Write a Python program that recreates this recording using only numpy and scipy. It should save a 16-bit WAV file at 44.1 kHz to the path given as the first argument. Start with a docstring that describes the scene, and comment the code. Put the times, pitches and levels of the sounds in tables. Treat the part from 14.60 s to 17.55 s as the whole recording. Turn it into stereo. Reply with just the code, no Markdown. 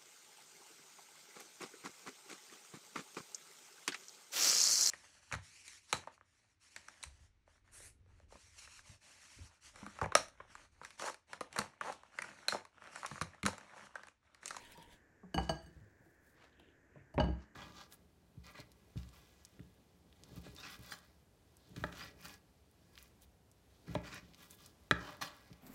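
"""A steel flour sieve is knocked with the hand over a glass bowl on a wooden counter, in a small kitchen.
Each knock rings the sieve's rim and clonks its basket as damped modes, with a noisy smack and low thuds.
Before that a whisk swishes through batter as patchy noise and stops; its wires ping, tick and touch glass.
Soft handling bumps, a sleeve's rustle and a faint hiss of flour are noise swells and damped modes.
Steady coloured noise is the room tone."""
import sys
import numpy as np
from scipy import signal
from scipy.fft import irfft
from scipy.io import wavfile
from scipy.ndimage import uniform_filter1d, map_coordinates

SR = 44100
rng = np.random.default_rng(int(sys.argv[2]) if len(sys.argv) > 2 else 0)


def waveform_to_disk(signal):
    """Save audio, clipped to [-1, 1], as 16-bit WAV at the path in sys.argv[1]."""
    frames = np.transpose(np.atleast_2d(signal))
    scaled = np.clip(frames, -1, 1) * 32767
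    samples = np.round(scaled).astype(np.int16)
    wavfile.write(sys.argv[1], SR, samples)


N = 130095  # samples in the scene
T = np.arange(int(0.7 * SR)) / SR  # time axis of one contact (s)


def amp(db):
    """Turn decibels into a linear gain."""
    return 10 ** (np.asarray(db) / 20)


def unit(x):
    """Scale to rms 1."""
    return x / np.sqrt(np.mean(x ** 2) + 1e-20)


def along(points, hz):
    """Read a curve of (f/Hz, value) points on a log frequency axis."""
    f, v = np.transpose(points)
    return np.interp(np.log(hz + 1), np.log(f + 1), v)


def spectrum(points):
    """Make a gain curve over frequency from (f/Hz, level/dB) points."""
    return lambda hz: amp(along(points, hz))


def add(out, s, x):
    """Mix x into out from time s."""
    i = max(round(s * SR), 0)
    out[:, i:i + x.shape[1]] += x[:, :N - i]


# how alike noise is in the two ears: f/Hz, likeness (1 is mono)
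STEREO_LIKENESS = [(60, 0.92), (250, 0.87), (1000, 0.22), (4000, 0.17), (12000, 0.17)]


def noise(gain, size):
    """Stereo noise of rms 1, coloured by gain(Hz), near mono in the bass."""
    hz = np.fft.rfftfreq(size, 1 / SR)
    turn = np.arccos(np.clip(along(STEREO_LIKENESS, hz), -1, 1)) / 2
    random_phases = np.exp(2j * np.pi * rng.random((2, len(hz))))
    mid, side = irfft(random_phases * gain(hz) * [np.cos(turn), np.sin(turn)], size)
    return unit(np.array([mid + side, mid - side]))


def fade(x, t60s):
    """Each frequency dies at its own speed."""
    hz, t, z = signal.stft(x, SR, nperseg=256)
    decay = amp(-60 * t / along(t60s, hz)[:, None])
    return signal.istft(z * decay, SR, nperseg=256)[1][:, :x.shape[1]]


def ring(modes, attack_s, waver=0, hold_s=0):
    """Damped modes, each with its own left-right balance and a random phase waver (radians)."""
    waver_rate = 148  # new random phases per second
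    out = np.zeros((2, len(T)))
    for hz, db, t60, pan_db in modes:
        drift = np.interp(T * waver_rate, np.arange(len(T)), rng.standard_normal(len(T)))
        # each strike varies every mode by about 1 dB; the level holds before it dies
        level_db = db + rng.normal(0, 1) - 60 * np.maximum(T - hold_s, 0) / t60
        tone = np.sin(2 * np.pi * hz * T + waver * drift)
        out += amp([[pan_db / 2], [-pan_db / 2]]) * amp(level_db) * tone
    return out * (1 - np.exp(-2 * T / attack_s)) ** 2


def convolve_with_echoes(x, echoes, level_db):
    """Add x smeared through a noise echo pattern, at level_db."""
    pattern = unit(echoes) / np.sqrt(len(T))
    return x + amp(level_db) * signal.fftconvolve(x, pattern, axes=1)[:, :x.shape[1]]


# decay of the kitchen's tail: f/Hz, t60/s
KITCHEN_T60 = [(80, 0.48), (300, 0.27), (1500, 0.45), (5000, 0.38), (12000, 0.33)]


def kitchen(x):
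    """Direct sound and the room's tail, noise that dies at its own speed in each band."""
    tail = fade(noise(np.ones_like, len(T)), KITCHEN_T60) * (1 - np.exp(-T / 0.0027))
    return convolve_with_echoes(x, tail, level_db=-8)


def grainy(depth_db, rate):
    """A random gain of rms 1 that takes a new value rate times a second."""
    flutter = map_coordinates(rng.standard_normal(N), [np.arange(N) * rate / SR], order=1)
    return unit(amp(depth_db * flutter))


def patchy(x, depth_db=3):
    """Patches of random gain, some hundred Hz wide and tens of ms long."""
    z = signal.stft(x, nperseg=512)[2]
    field = uniform_filter1d(rng.standard_normal(z.shape[1:]), size=5, axis=0)
    field = uniform_filter1d(field, size=7, axis=1)
    return unit(signal.istft(z * amp(depth_db * unit(field)), nperseg=512)[1][:, :N])


# colour of the room tone: f/Hz, level/dB
ROOM_TONE_COLOUR = [(25, -16), (70, 1), (120, -7), (200, -9), (320, -6.5), (520, -11), (700, -15),
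                    (1300, -19.5), (1550, -9), (1750, -6.5), (2050, -17), (2400, -22.5), (3000, -32.5),
                    (4000, -35.5), (5500, -32), (7100, -28.5), (9800, -43.5), (12000, -36.5),
                    (16000, -67.5)]


def room_tone():
    """Steady noise, heaviest in the bass."""
    return amp(-67.5) * noise(spectrum(ROOM_TONE_COLOUR), N)


# loudness of the whisk as it stirs and stops: t/s, level/dB
WHISK_LEVEL = [(0, -57.5), (0.121, -58), (.16, -65), (.23, -60.5), (.28, -66.5), (0.333, -57.5),
               (0.379, -73.5), (.46, -102), (.55, -110)]


def whisk_level_db():
    """The stirring's level over the scene."""
    return np.interp(np.arange(N) / SR, *np.transpose(WHISK_LEVEL))


# colour of wires moving through batter: f/Hz, level/dB
SWISH_COLOUR = [(60, -2), (100, -5.5), (430, -8.5), (600, -7.5), (930, -10), (1300, -19), (1900, -5.5),
                (2500, -10), (3200, -6.5), (4200, -17.5), (6000, -19.5), (9000, -20), (12500, -26),
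                (14000, -47.5), (15500, -25.5)]


def whisk_swish():
    """Wires swish through batter: patchy noise with a slow and a fine flutter."""
    flutter = grainy(depth_db=2.0, rate=47) * grainy(depth_db=1.5, rate=1000)
    return amp(whisk_level_db()) * flutter * patchy(noise(spectrum(SWISH_COLOUR), N))


# whisk against the glass: t/s, level/dB
BOWL_TOUCHES = [(0.002, -63.5), (0.081, -87), (.15, -60), (.178, -58), (.235, -64)]
# the bowl's modes: f/Hz, level/dB, t60/s, left-right balance/dB
BOWL_MODES = [(869, -2, 0.15, -8), (938, 5.5, .28, -2), (2040, -31, 0.29, -4.5), (3200, -5, 0.062, 0)]


def bowl_touches():
    """The whisk brushes the glass and sets off the bowl's damped modes."""
    out = np.zeros((2, N))
    for s, db in BOWL_TOUCHES:
        add(out, s, kitchen(amp(db) * ring(BOWL_MODES, 0.0032, waver=0.8)))
    return out


def wire_pings():
    """The wires ring faintly at random as they spring, each a single damped mode."""
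    count, stir_s = 24, 0.22  # pings, all begun before this time
    centre_hz, spread_octaves = 3210, 1  # pitches reach this far up and down
    relative_db, t60_s = -1.5, 0.045  # against the swish
    level_db, out = whisk_level_db(), np.zeros((2, N))
    for when, pitch in rng.random((count, 2)):
        s = when * stir_s
        hz = centre_hz * 2 ** (spread_octaves * (2 * pitch - 1))
        add(out, s, amp(level_db[int(s * SR)] + relative_db) * ring([(hz, 0, t60_s, 0)], 0.003))
    return out


# small ticks of whisk wires and handle: t/s, level/dB
TICK_TIMES = [(.05, -55.5), (.12, -49.5), (0.1753, -53.5), (.226, -53.5), (.319, -71), (.328, -63),
              (1.997, -64.5)]
# colour of a tick: f/Hz, level/dB
TICK_COLOUR = [(500, -10), (3000, 1), (6000, -6.5), (10000, -3), (16000, -9)]


def wire_ticks(t60_s=0.02):
    """Wires and handle tick: short bursts of noise that die at once."""
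    out = np.zeros((2, N))
    for s, db in TICK_TIMES:
        burst = noise(spectrum(TICK_COLOUR), len(T))
        add(out, s, kitchen(amp(db - 60 * T / t60_s) * burst))
    return out


def near_echoes(x, early_s=0.014):
    """Quick echoes from counter and bowl thicken a contact."""
    walls = noise(lambda hz: hz / (hz + 300), len(T)) * np.exp(-T / early_s)
    return convolve_with_echoes(x, walls, level_db=-11)


# colour of a contact: f/Hz, level/dB
SMACK_COLOUR = [(60, -28), (150, 10), (280, -6.5), (500, 2), (950, -3.5), (1400, -8.5), (2500, -10.5),
                (3700, -19), (5500, -16), (7500, -20), (12000, -15), (16000, -31.5)]
# decay of a contact: f/Hz, t60/s
SMACK_DECAY = [(100, .15), (600, 0.1), (2000, 0.039), (7000, 0.07), (14000, .022)]


def smack(cut_hz):
    """The brief noisy part of a contact; soft flesh dulls it above cut_hz."""
    burst = fade(noise(spectrum(SMACK_COLOUR), len(T)), SMACK_DECAY)
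    burst = near_echoes(burst * (1 - np.exp(-T / 0.00056)))
    return signal.sosfilt(signal.butter(4, cut_hz, fs=SR, output='sos'), burst)


# fingers shifting on the handle: t/s, level/dB, brightness f/Hz, low mode f/Hz, low mode level/dB
HANDLING_BUMPS = [(0.1767, -51, 1430, 301, -57), (0.632, -51.5, 1290, 184.7, -46),
                  (1.074, -63, 690, 162, -55), (1.161, -58.5, 600, 147.5, -54.5),
                  (1.214, -61.5, 587, 100.5, -53), (1.261, -65, 600, 98.6, -63),
                  (1.406, -60, 1030, 290, -84), (1.46, -61, 800, 332.3, -60.5),
                  (1.996, -58.5, 4260, 329, -61), (2.357, -50, 1200, 137.5, -51),
                  (2.394, -76.5, 500, 98, -58.5)]


def handling():
    """Soft bumps of the fingers: a dull smack over two damped modes of the grip."""
    t60_s, overtone_ratio, overtone_db = 0.22, 2.2, -11
    out = np.zeros((2, N))
    for s, db, cut_hz, low_hz, low_db in HANDLING_BUMPS:
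        modes = [(low_hz, 0, t60_s, 0), (low_hz * overtone_ratio, overtone_db, t60_s, 0)]
        grip = amp(low_db) * ring(modes, attack_s=0.005, waver=0.17)
        add(out, s, kitchen(amp(db) * smack(cut_hz) + grip))
    return out


def from_right(x):
    """The sieve is held to the right, so the sound reaches the left ear 0.11 ms later."""
    return np.array([np.interp(T - 0.00011, T, x[0], left=0), x[1]])


# the rim's modes: f/Hz, level/dB, t60/s, left-right balance/dB
RIM_MODES = [(1628, -11, 0.23, 3), (1665, -10.5, 0.031, -10), (2947.6, -7, 0.098, -2),
             (2957.7, -13.5, 0.048, 9.5), (4550, -8, 0.042, 14), (4592, -8, 0.093, 5.5),
             (6380, -12.5, 0.066, 15.5), (8430, -12.5, 0.076, 1), (11300, -31, 0.067, 11),
             (13150, -30, .1, 3.5), (15600, -32, 0.086, -11.5)]


def rim_ring(tilt_db):
    """The rim's damped modes, with a treble tilt per octave; a random phase waver roughens the ring."""
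    tilt_from_hz = 2660  # each knock's treble tilt acts on the modes above this
    modes = []
    for hz, db, t60, pan_db in RIM_MODES:
        octaves_above = max(np.log2(hz / tilt_from_hz), 0)
        modes.append((hz, db + tilt_db * octaves_above, t60, pan_db))
    return ring(modes, attack_s=0.00081, waver=0.42, hold_s=0.0028)


# weaker modes that sound with every clonk: f/Hz, level/dB, t60/s, left-right balance/dB
CLONK_PARTNERS = [(829, -8.5, 0.12, 3), (939, -6, 0.044, -7.5), (1243, -13, 0.026, 3)]


def clonk(hz):
    """A damped main mode, whose pitch shifts with the grip, and its fixed partners."""
    main = (hz, 0, 0.082, -4.5)
    return ring([main] + list(CLONK_PARTNERS), attack_s=0.0025, waver=0.083, hold_s=0.0046)


# knocks on the sieve: t/s, rim level/dB, rim treble tilt/dB per octave, clonk level/dB, clonk f/Hz,
# smack level/dB, smack brightness f/Hz, basket level/dB
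SIEVE_KNOCKS = [(0.7428, -36, -4.5, -38.5, 686.5, -39.5, 15000, -34),
                (0.7782, -34, -7, -28, 787, -28.5, 2400, -38.5),
                (0.8928, -34, -1, -29.5, 654, -32, 6440, -38), (1.061, -67.5, 6, -79, 700, -68, 5000, -56),
                (2.54, -66.5, -2.5, -48, 637, -54.5, 13000, -52),
                (2.5785, -69.5, -22, -28, 566.5, -26, 3020, -34),
                (2.599, -32, -11.5, -26, 620.5, -28, 4400, -38.5),
                (2.638, -46.5, -9.5, -42.5, 566, -37, 1600, -34),
                (2.68, -57.5, -23.5, -51.5, 650, -51, 900, -35)]
# the basket's modes: f/Hz, level/dB, t60/s, left-right balance/dB
BASKET_MODES = [(172.8, 1, 0.26, -2), (212, -14.5, 0.36, 13.5), (315.2, -3, .18, -9),
                (344.3, -9.5, 0.32, 2), (420.2, -8.5, 0.12, 5)]


def sieve_knocks():
    """Each knock of the hand rings rim and basket, with a clonk and a smack."""
    out = np.zeros((2, N))
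    for s, rim_db, tilt_db, clonk_db, clonk_hz, smack_db, smack_hz, basket_db in SIEVE_KNOCKS:
        rim = amp(rim_db) * rim_ring(tilt_db)
        basket = amp(basket_db) * ring(BASKET_MODES, attack_s=0.004, waver=0.3)
        body = amp(clonk_db) * clonk(clonk_hz) + basket + amp(smack_db) * smack(smack_hz)
        add(out, s, kitchen(rim + from_right(body)))
    return out


# low thuds of hand and sieve: t/s, level/dB
THUD_TIMES = [(.765, -34), (0.795, -36), (.905, -40.5), (1.029, -49), (1.153, -50), (2.55, -36.5),
              (2.59, -29), (2.62, -29.5), (2.684, -34), (2.714, -35)]
# the thud's modes: f/Hz, level/dB, t60/s, left-right balance/dB
THUD_MODES = [(65, 5, 0.22, 1), (75.5, -1, 0.2, -2), (112, -2.5, 0.17, -4.5)]


def thuds():
    """Hand and sieve thud low: slow-starting damped bass modes."""
    out = np.zeros((2, N))
    for s, db in THUD_TIMES:
        add(out, s, amp(db) * ring(THUD_MODES, attack_s=0.023))
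    return out


# soft rustles of sleeve and flour: middle t/s, half length t/s, level/dB, centre f/Hz, width/octaves
RUSTLE_SWELLS = [(0.838, 0.044, -63.5, 5130, 0.56), (1.035, 0.009, -72.5, 8100, 0.48),
                 (1.14, 0.13, -79.5, 3520, 1.2), (1.248, 0.24, -77, 18000, .12),
                 (1.49, 0.064, -79, 8000, 1.4), (1.687, 0.046, -73, 9000, 1.7),
                 (1.834, 0.046, -63.5, 1019, 1.34), (1.934, 0.011, -76, 3500, .3),
                 (2.001, 0.0049, -62.5, 3200, .3), (2.053, 0.046, -68.5, 350, 0.42),
                 (2.046, 0.065, -72.5, 2800, 0.3), (2.29, 0.13, -73, 310, .6),
                 (2.377, 0.042, -69, 1800, 0.39), (2.822, 0.036, -67, 1200, 0.76),
                 (2.825, 0.024, -74.5, 5093, 0.38)]


def rustles():
    """Swells of fine grainy noise from cloth and flour, each in its own band."""
    t, out = np.arange(N) / SR, np.zeros((2, N))
    for s, half_s, db, centre_hz, octaves in RUSTLE_SWELLS:
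        band = noise(lambda hz: np.exp(-0.5 * (np.log2((hz + 1) / centre_hz) / octaves) ** 2), N)
        swell = np.exp(-0.5 * ((t - s) / half_s) ** 2)
        out += amp(db) * swell * band
    return out * grainy(depth_db=3.2, rate=330)


def scene():
    """All the layers together."""
    whisk = whisk_swish() + bowl_touches() + wire_pings() + wire_ticks()
    sieve = sieve_knocks() + thuds()
    return room_tone() + whisk + handling() + sieve + rustles()


def record(dry):
    """A steep low-pass removes what lies above 15950 Hz."""
    return signal.sosfilt(signal.ellip(10, 0.1, 90, 15950, fs=SR, output='sos'), dry)


dry = scene()
out = record(dry)
waveform_to_disk(out)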